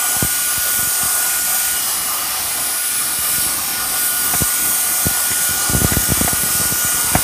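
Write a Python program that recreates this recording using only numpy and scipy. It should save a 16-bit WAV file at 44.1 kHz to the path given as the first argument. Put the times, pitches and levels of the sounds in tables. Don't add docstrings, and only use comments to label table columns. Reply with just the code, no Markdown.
import sys
import numpy as np
from scipy import signal
from scipy.fft import rfft, irfft, next_fast_len
from scipy.io import wavfile
from scipy.ndimage import uniform_filter1d, map_coordinates

SR = 44100
rng = np.random.default_rng(int(sys.argv[2]) if len(sys.argv) > 2 else 0)


def generate_wav(sig):
    pcm = np.round(np.clip(np.atleast_2d(sig).T, -1, 1) * 32767).astype(np.int16)
    wavfile.write(sys.argv[1], SR, pcm)


N = 318843


def amp(db):
    return 10 ** (np.asarray(db) / 20)


def unit(x):
    return x / np.sqrt(np.mean(x ** 2) + 1e-20)


def curves(rows):
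    seconds, *columns = np.transpose(rows)
    return [np.interp(np.arange(N) / SR, seconds, column) for column in columns]


def wobble(rate):
    knots = rng.standard_normal(int(N * rate / SR) + 4)
    return map_coordinates(knots, [np.arange(N) * rate / SR])


def filtered(x, response):
    size = next_fast_len(N + SR // 2)
    spectrum = rfft(x, size) * response(np.fft.rfftfreq(size, 1 / SR))
    return irfft(spectrum, size)[..., :N]


def patches(shape, bins, frames):
    field = uniform_filter1d(rng.standard_normal(shape), size=bins, axis=0)
    return unit(uniform_filter1d(field, size=frames, axis=1))


def rush(spectrum, patchy_db, flutter_db):
    z = signal.stft(rng.standard_normal(N), nperseg=512)[2]
    gain = amp(patchy_db * patches(z.shape, bins=5, frames=16))
    noise = signal.istft(z * gain, nperseg=512)[1][:N]
    corner_hz, db = np.transpose(spectrum)

    def colour(hz):
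        return amp(np.interp(np.log(hz + 1), np.log(corner_hz), db, -120, -120))

    return unit(filtered(noise, colour) * amp(flutter_db * wobble(9)))


def ringing(x, peaks, floor_db):
    def response(f):
        power = amp(2 * floor_db)
        for hz, width, db in peaks:
            power = power + amp(2 * db) / (1 + (2 * (f - hz) / width) ** 2)
        return np.sqrt(power)

    return unit(filtered(x, response))


# time in seconds, speed in Hz.
SHAFT_SPEED = [(0, 1452), (.2, 1451.9), (.5, 1449.4), (1.8, 1447.8), (1.9, 1446.7), (2.9, 1445.4),
               (3.2, 1446.5), (3.42, 1450), (3.6, 1446.7), (3.85, 1447), (4, 1449.3), (4.15, 1448),
               (5.6, 1446.6), (5.83, 1448.6), (5.92, 1446.4), (6.3, 1446), (6.45, 1447.2), (6.6, 1445.6),
               (7.23, 1445)]
# time in seconds, level in dB.
SHAFT_LEVEL = [(0, -30.5), (1.76, -31), (1.88, -52), (2.2, -47), (2.42, -50), (2.52, -39), (2.78, -35.5),
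               (3.06, -35), (3.21, -42), (3.38, -32.5), (3.54, -34), (3.62, -45), (3.8, -30.5), (3.9, -40),
               (4.0, -29.5), (4.9, -34), (5.4, -29.5), (6.3, -32.5), (6.87, -29), (7.23, -34.5)]
# time in seconds, level in dB.
SECOND_LEVEL = [(0, -43), (1.6, -46), (1.8, -33.5), (1.9, -39.5), (2.35, -40), (2.9, -48.5), (3.2, -42),
                (3.55, -53), (4.25, -39), (4.55, -48), (5.0, -55), (5.25, -45), (5.8, -39.5), (7.23, -43)]
# time in seconds, level in dB.
BLADE_LEVEL = [(0, -33), (.17, -25), (.32, -40), (.5, -24), (.68, -46), (.82, -29), (.95, -38), (1.04, -34),
               (1.18, -25), (1.3, -42), (1.43, -29), (1.56, -34), (1.66, -44), (1.78, -32), (1.85, -39),
               (1.9, -24), (2.37, -36), (2.5, -29), (3.0, -25), (3.3, -27.5), (3.52, -24.5), (3.62, -39),
               (3.85, -36), (3.99, -29), (4.1, -36), (4.2, -32), (4.3, -36), (4.4, -29), (4.5, -41),
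               (4.75, -40), (4.88, -33), (5.0, -40), (5.12, -31), (5.42, -28), (5.58, -37), (5.84, -29),
               (5.9, -37), (6.2, -38), (6.32, -26), (6.6, -29), (6.8, -48), (7.1, -29), (7.23, -31)]
BLADES = 7


def motor():
    shaft_db, second_db, blade_db = (curves(rows)[0] for rows in (SHAFT_LEVEL, SECOND_LEVEL, BLADE_LEVEL))
    speed_hz = curves(SHAFT_SPEED)[0] + .25 * wobble(20)
    turn = 2 * np.pi * np.cumsum(speed_hz) / SR
    shaft = amp(shaft_db + .78 * wobble(25) + 1.0 * wobble(8)) * np.sin(turn)
    second = amp(second_db + 2.4 * wobble(25) + 1.45 * wobble(8)) * np.sin(2 * turn)
    blade = amp(blade_db + 1.7 * wobble(30) + 1.3 * wobble(9)) * np.sin(BLADES * turn)
    side = sum(amp(db + 3.3 * wobble(6.1)) * np.sin(order * turn) for order, db in ((5, -46), (8, -48)))
    return np.sqrt(2) * (shaft + second + blade + side)


# frequency in Hz, relative density in dB per Hz.
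ROAR_SPECTRUM = [(150, -37), (300, -8), (500, -1.5), (1300, 0.5), (1600, 1), (2500, -40)]
HUM_SPECTRUM = [(800, -44), (1400, 1), (1700, -2.5), (3500, -2), (4300, -11.5), (6000, -38)]
NOZZLE_SPECTRUM = [(2800, -25), (3800, -6), (4300, -5), (4900, -1.5), (5400, -2), (5900, -5.5), (7500, -28)]
BRISTLE_SPECTRUM = [(4500, -48), (5600, -3), (6100, -1), (6800, 2), (7600, -2.5), (8400, -5.5),
                    (11000, -40)]
EXHAUST_SPECTRUM = [(6500, -47), (7800, -7.5), (8300, -2), (8700, -3), (9300, -1), (9800, -4.5),
                    (10500, -8.5), (11500, -42)]
VENT_SPECTRUM = [(9000, -14), (10300, -6.5), (11000, -5), (11600, -3.5), (12500, -1), (13500, -5),
                 (14500, -4.5), (16000, -4.5)]
# frequency in Hz, width in Hz, relative level in dB.
WAND_MODES = [(750, 89, -1.5), (1061, 96, -5.5), (1212, 78, 1)]
CASING_MODES = [(1830, 200, -5), (2080, 90, -3.5), (2376, 91, -0.5), (3160, 530, -6)]
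# time in seconds, exhaust level in dB, bristle level in dB.
HISS_LEVELS = [(0, -22, -28), (.34, -22, -27), (1.63, -22, -26.5), (1.83, -24, -29.5), (1.92, -25, -30),
               (2.13, -26.5, -32), (2.6, -26.5, -32.5), (3.15, -24.5, -30.5), (3.4, -21.5, -30),
               (3.52, -23.5, -31), (3.59, -26.5, -32), (3.83, -25.5, -33), (3.89, -26.5, -32),
               (4.07, -20, -30), (4.15, -23.5, -30), (4.33, -21.5, -26.5), (5.17, -21, -27),
               (5.5, -22, -25.5), (6.12, -22, -25.5), (6.45, -23, -27), (6.55, -21.5, -25),
               (6.75, -22.5, -25.5), (6.93, -21, -25), (7.23, -22, -28.5)]
# time in seconds, roar level in dB, rush level in dB.
FLOW_LEVELS = [(0, -30, -30.5), (.34, -33.5, -30.5), (1.33, -31, -30), (1.7, -32.5, -31.5), (1.9, -32, -29),
               (2.45, -29, -29.5), (2.85, -34.5, -30.5), (3.35, -33.5, -29), (3.83, -30.5, -29),
               (4.15, -33, -30), (5.3, -32, -30), (5.74, -30.5, -29.5), (5.98, -33, -29.5),
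               (6.3, -30.5, -29.5), (6.93, -32.5, -28.5), (7.23, -30.5, -30)]
CASING_DB, CASING_FOLLOWS = -30.5, .21
VENT_DB, VENT_FOLLOWS = -22, .55
DRIFT_DB, DRIFT_PER_S = .5, 7.5


def air():
    exhaust_db, bristle_db = curves(HISS_LEVELS)
    roar_db, nozzle_db = curves(FLOW_LEVELS)

    def following(db, follows):
        return db + follows * (exhaust_db - exhaust_db.mean()) + DRIFT_DB * wobble(DRIFT_PER_S)

    roar = ringing(rush(ROAR_SPECTRUM, patchy_db=.4, flutter_db=.3), WAND_MODES, floor_db=-13)
    roar = amp(roar_db + 1.3 * wobble(22)) * roar
    hum = ringing(rush(HUM_SPECTRUM, patchy_db=.6, flutter_db=.5), CASING_MODES, floor_db=-9)
    hum = amp(following(CASING_DB, CASING_FOLLOWS)) * hum
    hisses = [(nozzle_db, NOZZLE_SPECTRUM), (bristle_db, BRISTLE_SPECTRUM), (exhaust_db, EXHAUST_SPECTRUM),
              (following(VENT_DB, VENT_FOLLOWS), VENT_SPECTRUM)]
    hiss = sum(amp(db) * rush(spectrum, patchy_db=.6, flutter_db=.6) for db, spectrum in hisses)
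    return roar + hum + hiss


def cabin(x, depth_db):
    z = signal.stft(x, nperseg=1024)[2]
    gain = unit(amp(depth_db * patches(z.shape, bins=2, frames=24)))
    return signal.istft(z * gain, nperseg=1024)[1][:N]


# time in seconds, level in dB.
RUMBLE_LEVEL = [(0, -42.5), (1.11, -41.5), (2.41, -39), (2.84, -41.5), (3.38, -37.5), (4.3, -39),
                (5.15, -40.5), (5.8, -33), (6.2, -37.5), (6.78, -36.5), (6.91, -40), (7.23, -34.5)]
# frequency in Hz, relative density in dB per Hz.
RUMBLE_SPECTRUM = [(15, -45), (30, -0.5), (65, -2), (130, -5), (200, -4), (300, -2), (480, -10.5),
                   (900, -10)]


def rumble():
    return amp(curves(RUMBLE_LEVEL)[0]) * rush(RUMBLE_SPECTRUM, patchy_db=2.0, flutter_db=1.5)


# start in seconds, level in dB,
# direction (+1 push, -1 release), weight behind it (0 to 1.5).
NOZZLE_BUMPS = [(0.165, -19.5, 1, 0.97), (0.226, -3, 1, 0.1), (0.247, -11.5, -1, 0.4),
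                (0.5777, -19, 1, 1.5), (0.7892, -19, 1, 0.7), (0.8286, -21, 1, 0.7),
                (0.8722, -21.5, 1, 0.8), (1.033, -19, -1, 0.77), (1.0553, -22, 1, 0.6),
                (3.187, -22.5, -1, 1.2), (3.382, -19, 1, 0.9), (3.463, -20.5, 1, 0.76),
                (4.337, -21, 1, 0.0), (4.3494, -14, 1, 0.36), (4.4068, -15, 1, 0.5), (4.4196, -4, 1, 0.5),
                (5.055, -14, 1, 1.03), (5.067, -3, 1, 0.4), (5.1115, -19, -1, 0.72), (5.3148, -21, 1, 1.23),
                (5.4915, -18, 1, 0.79), (5.509, -19, -1, 1.5), (5.6959, -9.5, 1, 1.32),
                (5.734, -9, 1, 0.62), (5.749, -2, 1, 0.6), (5.7656, -9, 1, 1.5), (5.7773, -16, 1, 1.5),
                (5.817, -6, 1, 0.93), (5.846, 0.5, 1, 0.7), (5.9204, -7, 1, 1.11), (5.9689, -3.5, 1, 1.5),
                (6.002, -19, 1, 0.7), (6.028, -18, 1, 0.91), (6.0883, -12, 1, 1.0), (6.1016, -10, 1, 0.63),
                (6.1194, -1.5, 1, 0.4), (6.1734, -15, 1, 0.41), (6.1765, -14, 1, 0.87),
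                (6.2109, -4, 1, 0.12), (6.2148, -4.5, 1, 0.95), (6.2464, -8, 1, 0.5), (6.3307, -9, 1, 0.63),
                (6.434, -14.5, 1, 0.86), (6.4392, -18, 1, 0.9), (6.5505, -16, 1, 0.8),
                (6.5985, -12.5, 1, 0.6), (6.614, -14, -1, 0.0), (6.6537, -19, 1, 0.75),
                (6.7235, -9.5, 1, 0.2), (6.8476, -14, 1, 0.5), (6.944, -21, 1, 1.5), (7.117, -19, 1, 1.46),
                (7.141, -16, 1, 0.0), (7.153, -2, 1, 0.6), (7.165, -18, 1, 0.3), (7.1871, -17, 1, 0.16)]


def bumps():
    t = np.arange(SR // 16) / SR
    spread = 1 + t / .002
    sweep = -np.sin(np.pi * np.log(spread) / .635) * np.exp(-t / .027) / spread ** .85
    heave = np.sin(2 * np.pi * 52 * t) * np.exp(-t / .006) * (1 - np.exp(-t / .005))
    edge = -amp(-18 - 60 * t / .013) * np.sin(2 * np.pi * 690 * t)
    lead = SR // 850
    out = np.zeros(N + SR)
    for seconds, db, direction, weight in NOZZLE_BUMPS + jolts():
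        start = round(seconds * SR)
        push = direction * amp(db)
        out[start:][:len(t)] += push * (sweep + weight * heave)
        out[start - lead:][:len(t)] += push * edge
    return out[:N]


SCRUB_START_S, SCRUB_END_S, JOLTS = 5.25, 7.2, 30
JOLT_DB, JOLT_SPREAD_DB = -25.5, 5.6


def jolts():
    rows = []
    for when, loud, heavy in rng.random((JOLTS, 3)):
        seconds = SCRUB_START_S + (SCRUB_END_S - SCRUB_START_S) * when
        rows.append((seconds, JOLT_DB + JOLT_SPREAD_DB * (2 * loud - 1), 1, .88 * heavy))
    return rows


# start in seconds, level in dB,
# treble tilt of the ring in dB per octave, crack level in dB relative to the knock.
RIM_KNOCKS = [(4.3365, -14, 2, -4), (5.314, -26, 12, 0), (5.9305, -20, 7, 0), (6.2778, -10, -2, -12),
              (6.755, -30, 10, 4), (7.1515, -2.5, 3, -14), (7.158, -13, 1, -6)]
# frequency in Hz, level in dB, time to fall 60 dB in seconds.
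SHELL_MODES = [(300, -14, .05), (520, -12, .04), (720, 0, .04), (860, -10, .03), (1080, -14, .025),
               (1300, -11, .03), (1600, -8, .02), (2000, -8, .02), (2300, -13, .014)]


def knocks():
    t = np.arange(SR // 10) / SR
    out = np.zeros(N + SR)
    band = signal.butter(4, [300, 2300], "band", fs=SR, output="sos")
    onset = 1 - np.exp(-t / .00047)
    for seconds, db, treble_db, crack_db in RIM_KNOCKS:
        ring = np.zeros(len(t))
        for hz, mode_db, t60 in SHELL_MODES:
            strike_db = mode_db + treble_db * np.log2(hz / 720) + rng.normal(0, 1.5)
            ring += amp(strike_db - 60 * t / t60) * np.sin(2 * np.pi * hz * t)
        noise = unit(signal.sosfilt(band, rng.standard_normal(len(t))))
        crack = amp(crack_db - 60 * t / .081) * noise
        out[round(seconds * SR):][:len(t)] += amp(db) * (ring + crack) * onset
    return out[:N]


def scene():
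    mono = motor() + cabin(air(), depth_db=2.1) + rumble() + bumps() + knocks()
    return np.array([mono, mono])


TOP_HZ = 15370


def record(dry):
    def bass_cut(hz):
        u = 1j * hz / 45
        return (u * u / (1 + 1.2 * u + u * u)) ** 2

    heard = filtered(dry, bass_cut)
    heard = heard / (1 + np.abs(heard / .97) ** 8) ** (1 / 8)
    return filtered(heard, lambda hz: np.clip((TOP_HZ - hz) / 80, 0, 1) ** 3)


dry = scene()
out = record(dry)
generate_wav(out)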